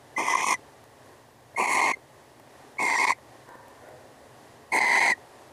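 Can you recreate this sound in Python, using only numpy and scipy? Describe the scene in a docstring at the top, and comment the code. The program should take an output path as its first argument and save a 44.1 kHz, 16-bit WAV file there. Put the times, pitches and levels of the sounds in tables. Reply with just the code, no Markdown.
"""A barn owl begs four times in a wooden nest box, close to the microphone.
Each call opens as a thin whistle, breaks into a rasping hiss with a rattle an octave below, and ends as a whistle.
The whistle is a complex tone roughened by chaos; rattle, low rasp and hiss are noise let through in puffs.
Around the calls: small ticks of noise in the box, two faint far-off sounds made of ringing noise,
and a steady low hiss over a low drone."""
import sys
import numpy as np
from scipy import signal
from scipy.fft import rfft, irfft, next_fast_len
from scipy.io import wavfile
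from scipy.ndimage import uniform_filter1d, map_coordinates

SR = 44100
rng = np.random.default_rng(int(sys.argv[2]) if len(sys.argv) > 2 else 0)


def store_wav(level_fs):
    """Save 16-bit WAV to argv[1]."""
    pcm = np.round(np.clip(np.atleast_2d(level_fs), -1, 1) * 32767)
    wavfile.write(sys.argv[1], SR, pcm.T.astype(np.int16))


N = 243431
T = np.arange(N) / SR  # time of each sample, s


def amp(db):
    """Decibels to gain."""
    return 10 ** (np.asarray(db) / 20)


def unit(x):
    """x at rms 1."""
    return x / np.sqrt(np.mean(np.abs(x) ** 2) + 1e-20)


def steady(x, size=1100):
    """x at rms 1 all along, levelled over size samples so that its fast flutter is kept."""
    return x / np.sqrt(np.abs(uniform_filter1d(np.abs(x) ** 2, size)) + 1e-12)


def curves(rows):
    """One value per sample for each column after the time."""
    s, *cols = np.transpose(rows)
    return [np.interp(T, s, c) for c in cols]


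def wobble(rate):
    """A smooth random curve, rate knots a second."""
    knots = rng.standard_normal(int(N * rate / SR) + 4)
    return map_coordinates(knots, [T * rate])


def filtered(x, response):
    """x times a response of frequency."""
    m = next_fast_len(N + SR // 2)
    return irfft(rfft(x, m) * response(np.fft.rfftfreq(m, 1 / SR)), m)[:N]


def coloured(x, points):
    """x through a (freq_hz, level_db) spectrum on a log frequency axis."""
    f, db = np.transpose(points)
    return filtered(x, lambda hz: amp(np.interp(np.log(hz + 1), np.log(f), db)))


def noise():
    """Fresh white noise."""
    return rng.standard_normal(N)


def gate(start, end, edge):
    """1 between two times, with soft edges."""
    return (1 + np.tanh((T - start) / edge)) * (1 + np.tanh((end - T) / edge)) / 4


# spectrum of the steady hiss: freq_hz, level_db (per Hz)
FLOOR = [(110, -50), (190, -14.5), (228, -4), (329, -4.5), (417, -2), (501, -4.5), (549, -1.5), (647, -3),
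         (735, -3), (1100, -7.5), (1340, -15), (1900, -10.5), (2240, -18.5), (11600, -27.5), (15000, -86)]
# spectrum of the low drone: freq_hz, level_db (per Hz)
DRONE = [(20, -14), (40, -27), (75, -4), (100, -2.5), (125, 3.5), (160, -5.5), (200, -40), (300, -31.5)]


def background(floor_db=-53, drone_db=-61):
    """Coloured noise as a hiss whose level wavers slightly, over a low drone of darker noise."""
    floor = amp(floor_db + 1.23 * wobble(5.365)) * unit(coloured(noise(), FLOOR))
    drone = amp(drone_db) * unit(coloured(noise(), DRONE))
    return floor + drone


END_SAG_HZ, END_SAG_S = 165, 0.0147


def voicing(pitch, end):
    """Pitch and steadiness of one call; the pitch sags as the air runs out."""
    pitch_hz, steady_db = curves(pitch)
    sag_hz = END_SAG_HZ * np.exp(np.minimum(T - end, 0) / END_SAG_S)
    return pitch_hz - sag_hz, steady_db


# as a call settles in, the whistle and the hiss swell, the hiss dulls and the low rasp dies back
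SETTLE_S, LOW_PEAK_S, LOW_BURST_S = 0.1, 0.037, 0.023
WHISTLE_START_DB, HISS_START_DB, LOW_BURST_DB = -2.5, -3.5, 7  # against the settled level
# top of the hiss against its lower half: start is added to settled, opening is dB per dB
BRIGHT_START_DB, BRIGHT_SETTLED_DB, BRIGHT_PER_OPENING = 8.5, -4.5, 1.6
# dB for each dB of effort
WHISTLE_PER_EFFORT, RATTLE_PER_EFFORT, LOW_PER_EFFORT, HISS_PER_EFFORT = 0.86, 1.46, 0.71, 1
# steady membranes whistle more and rattle less: dB for each dB
WHISTLE_PER_STEADINESS, RATTLE_PER_STEADINESS = 0.1, -0.085
RATTLE_PER_OPENING = -0.13  # an open beak trades rattle for hiss: dB for each dB


def drive(effort, steady_db, start):
    """dB that effort, beak opening, steadiness and settling give whistle, rattle, low rasp, hiss, brightness."""
    effort_db, opening_db = curves(effort)
    age = np.maximum(T - start, 0)
    fresh = np.exp(-age / SETTLE_S)
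    low_burst = np.exp(-((age - LOW_PEAK_S) / LOW_BURST_S) ** 2)
    whistle_db = WHISTLE_PER_EFFORT * effort_db + WHISTLE_PER_STEADINESS * steady_db + WHISTLE_START_DB * fresh
    rattle_db = RATTLE_PER_EFFORT * effort_db + RATTLE_PER_STEADINESS * steady_db
    rattle_db = rattle_db + RATTLE_PER_OPENING * opening_db
    low_db = LOW_PER_EFFORT * effort_db + LOW_BURST_DB * low_burst
    hiss_db = HISS_PER_EFFORT * effort_db + opening_db + HISS_START_DB * fresh
    bright_db = BRIGHT_SETTLED_DB + BRIGHT_PER_OPENING * opening_db + BRIGHT_START_DB * fresh
    return whistle_db, rattle_db, low_db, hiss_db, bright_db


# the membranes lock in a strong swing, then the voice catches:
# swing_s, swing_peak_db, catch_length_s, whistle_dip_db
CATCHES = [(0.286, -16.5, 0.0043, -6), (0.34, -17, 0.0048, -22), (.356, -12.5, 0.0086, -11),
           (0.445, -16, 0.015, -6), (0.528, -14.5, .004, -6), (1.660, -22, 0.0046, -26),
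           (1.737, -29, 0.0039, -23), (1.807, -24, 0.0042, -33), (1.921, -49, 0.011, -20),
           (2.961, -23, 0.016, -3.5), (3.052, -14, 0.013, -30), (3.107, -15, 0.008, -14),
           (4.792, -29, 0.0087, -17), (4.993, -30, 0.0075, -20)]
CATCH_LAG_S, CATCH_RASP_DB = 0.003, -18.5  # from the swing to the catch; dip of the rasp


def catches():
    """Gains of the whistle and of the rasp as the airflow briefly catches after each strong swing."""
    dips_db = np.zeros((2, N))
    for s, _, length, whistle_dip_db in CATCHES:
        from_middle = 2 * (T - s - CATCH_LAG_S) / length - 1
        dip_shape = np.exp(-from_middle ** 4)  # flat-bottomed
        dips_db += np.outer([whistle_dip_db, CATCH_RASP_DB], dip_shape)
    return amp(dips_db)


def puffs(rate, scatter_db, spiky_db):
    """Gain of uneven puffs of air let through by the flapping membranes."""
    return amp(scatter_db * wobble(rate) + spiky_db * wobble(1100))


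def near_walls(x, strength=0.2, sway=0.00003, count=8):
    """Reflections within a few ms comb the hiss; the combs drift as the head moves."""
    delays = rng.uniform(0.00115, 0.0055, count)
    return x + sum(strength * np.interp(T - delay - sway * wobble(4), T, x) for delay in delays)


# spread of the rough whistle around its pitch: offset_hz, level_db
SKIRT = [(-750, -22.5), (-550, -21), (-330, -11.5), (-170, -1), (48, 3.5), (107, 5.5), (222, -11.5),
         (333, -31), (502, -16.5), (853, -41)]


def whistle(pitch_hz, rough, tone, strand_db, strand_hz=320, ceiling=2.4):
    """The syrinx tone as a complex wave: pure where rough is 0, chaotic and spread out where it is 1."""
    offset, db = np.transpose(SKIRT)
    m = next_fast_len(N)
    skirt = amp(np.interp(np.fft.fftfreq(m, 1 / SR), offset, db, left=-120, right=-120))
    spread = np.fft.ifft(np.fft.fft(noise(), m) * skirt)[:N]
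    chaos = steady(spread, size=500) + tone
    chaos /= np.sqrt(1 + np.abs(chaos / ceiling) ** 2)  # the membranes can swing only so far
    # the other side of the syrinx sounds a little higher and beats against it
    strand_gain = amp(strand_db + 2.5 * wobble(150))
    strand_phase = 2 * np.pi * np.cumsum(strand_hz + 70 * wobble(250)) / SR
    strand = strand_gain * np.exp(1j * strand_phase)
    phase = 2 * np.pi * np.cumsum(pitch_hz + 20 * rough * wobble(200)) / SR
    swing = 1 - rough + rough * steady(chaos + 0.79 * strand)
    return np.sqrt(2) * swing * np.exp(1j * phase)


# overtones of the whistle: multiple, level_db (beside the hiss, before their strength is applied)
OVERTONES = [(2, -9.5), (3, -6), (4, -9.5), (5, -7.5)]


def overtones(wave):
    """Harmonics that follow every swing and glide of the whistle."""
    angle = np.angle(wave)
    return np.abs(wave) * sum(amp(level) * np.cos(round(k) * angle) for k, level in OVERTONES)


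def gliding_gap(x, start, end, first_hz, last_hz, width_hz, depth_db):
    """The beak's cavity cuts a narrow gap that slides from one frequency to another between two times."""
    hz, t, z = signal.stft(x, SR, nperseg=512)
    centre_hz = np.interp(t, [start, end], [first_hz, last_hz])
    gain = amp(depth_db * np.exp(-((hz[:, None] - centre_hz) / width_hz) ** 2))
    return signal.istft(z * gain, SR, nperseg=512)[1][:N]


def tilted(x, bright_db, split_hz=6800):
    """A wider beak lifts the top of the hiss against its lower half."""
    dull = filtered(x, lambda hz: 1 / (1 + (hz / split_hz) ** 10))
    return dull * amp(-bright_db / 2) + (x - dull) * amp(bright_db / 2)


# one row a call: whistle_start_s, rasp_start_s, rasp_end_s, whistle_end_s, bill_shut_s
CALL_TIMES = [(.162, .176, .544, .561, .592), (1.56, 1.574, 1.922, 1.951, 1.969),
              (2.782, 2.792, 3.123, 3.136, 3.185), (4.718, 4.724, 5.124, 5.141, 5.178)]
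# one row a call: whistle_db, rattle_db, low_rasp_db, hiss_db, second_voice_db (beside the whistle, before blending)
VOICES = [(-29, -30.5, -39, -35.5, -4), (-26.5, -27.5, -37.5, -37.5, -10), (-24.5, -28.5, -39, -36.5, -12),
          (-22, -28.5, -38, -36.5, -12)]
# one curve a call: time_s, pitch_hz (of the whistle), steadiness_db (of the membranes)
PITCH = [
    [(.17, 2020, 9), (.23, 2126, -11), (.305, 2015, 10.5), (.35, 2040, 1), (.385, 2057, 4),
     (.45, 2210, -23), (.535, 2080, -1)],
    [(1.564, 2125, 1), (1.61, 2264, -10), (1.67, 2164, 2.5), (1.73, 2136, 4), (1.88, 2130, 2),
     (1.944, 2194, -11)],
    [(2.785, 2215, 1.5), (2.87, 2114, 9.5), (2.945, 2032, -9), (2.976, 1850, -8), (2.99, 2132, 2),
     (3.06, 2084, -1), (3.125, 2177, -8)],
    [(4.721, 2148, -13), (4.75, 2070, -7), (4.82, 2051, -1.5), (4.95, 2003, 2.5), (5.03, 2073, -4),
     (5.09, 2063, 1.5), (5.135, 1982, 9)],
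]
# one curve a call: time_s, effort_db, opening_db (of the beak, as level of hiss)
EFFORT = [
    [(.2, 1.5, -3), (.24, -4, -1.5), (.305, 2, -1), (.375, -1, -3), (.445, -1, -0.5), (.475, 1, 1.5),
     (.52, 3.5, 0.5), (.545, -.5, 1.5)],
    [(1.575, -2.5, 0), (1.6, 2, -1), (1.665, -2, 0), (1.735, 1, 3.5), (1.8, 2, -1), (1.85, 1.5, -1.5),
     (1.92, -0.5, -1)],
    [(2.8, -1.5, -4), (2.825, -1, 0.5), (2.86, -1, 0.5), (2.95, -.5, -1.5), (3.045, 1.5, -0.5),
     (3.075, 0, -1), (3.115, 1.5, 0)],
    [(4.735, 1, -0.5), (4.77, .5, 2.5), (4.81, .5, -3), (4.865, -1.5, -2), (4.945, 1, -0.5),
     (5.02, 1, -0.5), (5.122, -1, 1)],
]
# the rattle's resonance in each call: freq_hz, level_db (per Hz)
THROAT = [
    [(450, -38), (700, -29), (880, -7), (1030, -1.5), (1130, -9.5), (1240, -14.5), (1370, -61), (1700, -48)],
    [(450, -27.5), (700, -13.5), (850, -4), (960, -0.5), (1080, -1), (1210, -12.5), (1310, -38),
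     (1700, -63)],
    [(450, -36), (700, -17.5), (860, -3), (980, 2), (1090, -4.5), (1190, -15), (1290, -28), (1700, -62)],
    [(450, -25.5), (700, -9.5), (820, -0.5), (960, 5), (1050, -2), (1130, -25), (1230, -34), (1700, -77)],
]
# spectrum of the low rasp: freq_hz, level_db (per Hz)
LOW_RASP = [(60, -38), (130, -27), (200, -5.5), (290, -3), (400, 1.5), (470, -2), (580, -6.5), (740, 3.5),
            (950, -20), (1300, -71)]
# the open beak's colour on the hiss of each call: freq_hz, level_db (per Hz)
BEAK = [
    [(1650, -37.5), (2350, -8), (2800, -1.5), (3250, 2), (3900, -13), (4300, -7.5), (4900, -10),
     (5250, 2.5), (5750, 3.5), (7050, -1), (7950, -7.5), (8750, 1.5), (11000, -12), (12200, -15),
     (15000, -50)],
    [(1650, -30), (2450, 0), (2800, 3), (3200, -2), (3600, -12.5), (4250, -0.5), (5100, -10.5), (5650, 1.5),
     (6000, -7), (6400, -1), (8400, -3), (10900, -3), (11800, -27), (13000, -13), (15000, -19)],
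    [(1650, -35), (2450, -6), (3050, -3.5), (3700, -5.5), (4500, 0.5), (5150, -4), (5650, 3), (6650, -6.5),
     (7450, 5), (8000, -7), (8450, 2.5), (9400, -3.5), (11700, -15.5), (12800, -11), (15000, -46)],
    [(1650, -9), (2450, -5), (3050, 2), (3650, -8), (4100, 4), (4900, -1), (5550, -9), (6150, -1),
     (7300, -4.5), (8300, 2), (9500, -7.5), (10600, -4), (11700, -15), (12500, -8), (14000, -62)],
]
# gap in each call's hiss: start_hz, end_hz, width_hz, depth_db
BEAK_GAPS = [(3800, 5040, 230, -9), (5000, 5230, 180, -9), (5250, 5300, 140, -6), (5400, 5630, 130, -7)]
TONE = 0.6  # steady tone against chaos in the whistle, as a ratio at 0 dB of steadiness
ATTACK_S, RELEASE_S = 0.006, 0.016  # of the whistle
PURE_LIFT_DB = 3  # the whistle gains while no rasp draws on it
HISS_PER_CATCH = 0.37  # the hiss dips only as far as the whistle stops: dB for each dB
# strength of the overtones: always, added by the blowing, added while the voice catches
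OVERTONE_BASE, OVERTONE_BLOWN, OVERTONE_CLEAR = 0.36, 0.37, 0.66


def owl(lowest_hz=130):
    """Four begging calls: rattle, low rasp and hiss ride on the same fluttering airflow around the whistle."""
    out = np.zeros(N)
    whistle_gain, rasp_gain = catches()
    flow = puffs(rate=330, scatter_db=0.5, spiky_db=4.6)
    air = near_walls(noise() * flow)
    bursts = amp(0.93 * wobble(190))  # the rattle comes and goes within a few cycles
    calls = zip(CALL_TIMES, VOICES, PITCH, EFFORT, THROAT, BEAK, BEAK_GAPS)
    for times, (*levels_db, strand_db), pitch, effort, throat, beak, gap in calls:
        start, rasp_on, rasp_off, end, _ = times
        pitch_hz, steady_db = voicing(pitch, end)
        *swells_db, bright_db = drive(effort, steady_db, rasp_on)
        whistle_db, rattle_db, low_db, hiss_db = (level + swell for level, swell in zip(levels_db, swells_db))

        rough = gate(rasp_on, rasp_off, edge=0.004) * rasp_gain
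        blowing = gate(rasp_on, rasp_off, edge=0.007)
        envelope = np.clip((T - start) / ATTACK_S, 0, 1) * np.clip((end - T) / RELEASE_S, 0, 1)
        sounding = envelope * whistle_gain * amp(PURE_LIFT_DB * (1 - rough))
        wave = sounding * whistle(pitch_hz, rough, TONE * amp(steady_db), strand_db)

        throat_noise = steady(coloured(noise() * flow, throat), size=600)
        rattle = steady(throat_noise * bursts)
        low = steady(coloured(noise() * flow, LOW_RASP))
        hiss = blowing * whistle_gain ** HISS_PER_CATCH * steady(coloured(air, beak))
        edge = OVERTONE_BASE + blowing * (OVERTONE_BLOWN + OVERTONE_CLEAR * (1 - rasp_gain))
        harmonics = edge * coloured(overtones(wave), beak)  # they leave through the same beak as the hiss
        from_beak = tilted(gliding_gap(hiss + harmonics, start, end, *gap), bright_db)

        out += amp(whistle_db) * wave.real + amp(hiss_db) * from_beak
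        out += rough * (amp(rattle_db) * rattle + amp(low_db) * low)
    return filtered(out, lambda hz: 1 - 1 / (1 + (hz / lowest_hz) ** 4))  # a small bird radiates no deep bass


def surges(swing_hz=1030, half=0.0029):
    """Before each catch the membranes lock for a few strong cycles about an octave below the whistle."""
    out = np.zeros(N)
    phases = rng.uniform(0, 2 * np.pi, len(CATCHES))
    for (s, swing_db, *_), phase in zip(CATCHES, phases):
        swell = np.exp(-((T - s) / half) ** 2)
        out += amp(swing_db) * swell * np.sin(2 * np.pi * swing_hz * T + phase)
    return out


# small ticks in the box: start_s, peak_db, treble_db (beside the body)
TICKS = [(.839, -58, 5), (1.547, -36.5, -28), (2.316, -44, -24), (2.397, -41.5, -11), (2.77, -43, -22),
         (3.489, -44, -8), (3.553, -41.5, -15), (3.681, -47.5, -3.5), (3.887, -42.5, -10)]
# spectrum of a tick's dull body: freq_hz, level_db (per Hz)
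TICK_BODY = [(100, -48), (300, 17), (550, 11), (1000, 13), (1400, -31), (2000, 3), (3000, -36), (8000, -45)]
BILL_DB, BILL_TREBLE_DB = -41, -22  # the bill ticks as it shuts after a call
FAINT_TICK_DB, FAINT_TREBLE_DB = -50, -12  # fainter ones fall at random


def ticks(t60=0.013, count=4):
    """Soft, dull contacts, each with a little treble: the bill after each call, and small stirrings in the box."""
    body, edge = steady(coloured(noise(), TICK_BODY), size=200), noise()
    bill = [(shuts, BILL_DB, BILL_TREBLE_DB) for *_, shuts in CALL_TIMES]
    faint = [(s, FAINT_TICK_DB, FAINT_TREBLE_DB) for s in rng.uniform(0, N / SR, count)]
    out = np.zeros(N)
    for s, db, treble_db in [*bill, *TICKS, *faint]:
        envelope = amp(db - 60 * np.abs(T - s - 0.002) / t60) * (T > s)  # peaks 2 ms in
        out += envelope * (body + amp(treble_db) * edge)
    return out


def resonance(hz, centre, width):
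    """A causal resonance with steep skirts."""
    return (1j * hz * width / (centre ** 2 - hz ** 2 + 1j * hz * width)) ** 2


# far-off sounds: start_s, rise_s, t60_s, level_db
FAR = [(3.465, 0.022, 1.2, -48), (3.79, 0.064, 1.1, -48.5)]
# what each far-off sound rings with: freq_hz, width_hz, level_db
FAR_MODES = [
    [(530, 41, 0.5), (968, 150, 0), (1126, 58, -7), (1433, 37, -11), (1560, 34, -6), (1790, 100, -6)],
    [(511, 36, 7.5), (625, 41, 7.5), (725, 130, 1), (1470, 290, -10), (1866, 200, -12)],
]


def far_sounds():
    """Two faint, hollow sounds from outside: noise through resonances, swelling and ringing away."""
    out = np.zeros(N)
    for (s, rise, t60, db), modes in zip(FAR, FAR_MODES):
        ring = filtered(noise(), lambda hz: sum(amp(level) * resonance(hz, c, w) for c, w, level in modes))
        decay = amp(db - 60 * np.maximum(T - s - rise - 0.05, 0) / t60)  # holds 50 ms after the rise
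        out += decay * np.clip((T - s) / rise, 0, 1) * steady(ring, size=3000)
    return out


def notch(hz, centre, width, depth):
    """A causal dip that takes away depth (0-1) at its centre."""
    left = np.sqrt(np.clip(1 - depth, 0, 1))
    offset = centre ** 2 - hz ** 2
    return ((offset + 1j * hz * width * left) / (offset + 1j * hz * width)) ** 2


# bands that wall reflections cancel: freq_hz, width_hz, depth (0-1)
NOTCHES = [(1750, 46, 0.82), (2297, 50, 1), (2880, 63, 0.73), (5460, 70, 0.6)]


def box(x, t60=0.12, wet_db=-22):
    """The wooden walls cancel a few bands and answer with a brief decaying tail."""
    t = np.arange(SR // 8) / SR
    tail = rng.standard_normal(len(t)) * amp(-60 * t / t60) * (t > 0.002)
    x = filtered(x, lambda hz: np.prod([notch(hz, *row) for row in NOTCHES], axis=0))
    return x + amp(wet_db) * signal.fftconvolve(x, tail / np.linalg.norm(tail))[:N]


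def scene():
    """The owl and ticks inside the box, the far-off sounds and the background, at one microphone."""
    in_box = box(owl() + surges() + ticks())
    return (in_box + far_sounds() + background())[None]


def record(dry, top_hz=15300):
    """The microphone's chain keeps nothing above its band limit."""
    return filtered(dry[0], lambda hz: hz < top_hz)[None]


dry = scene()
out = record(dry)
store_wav(out)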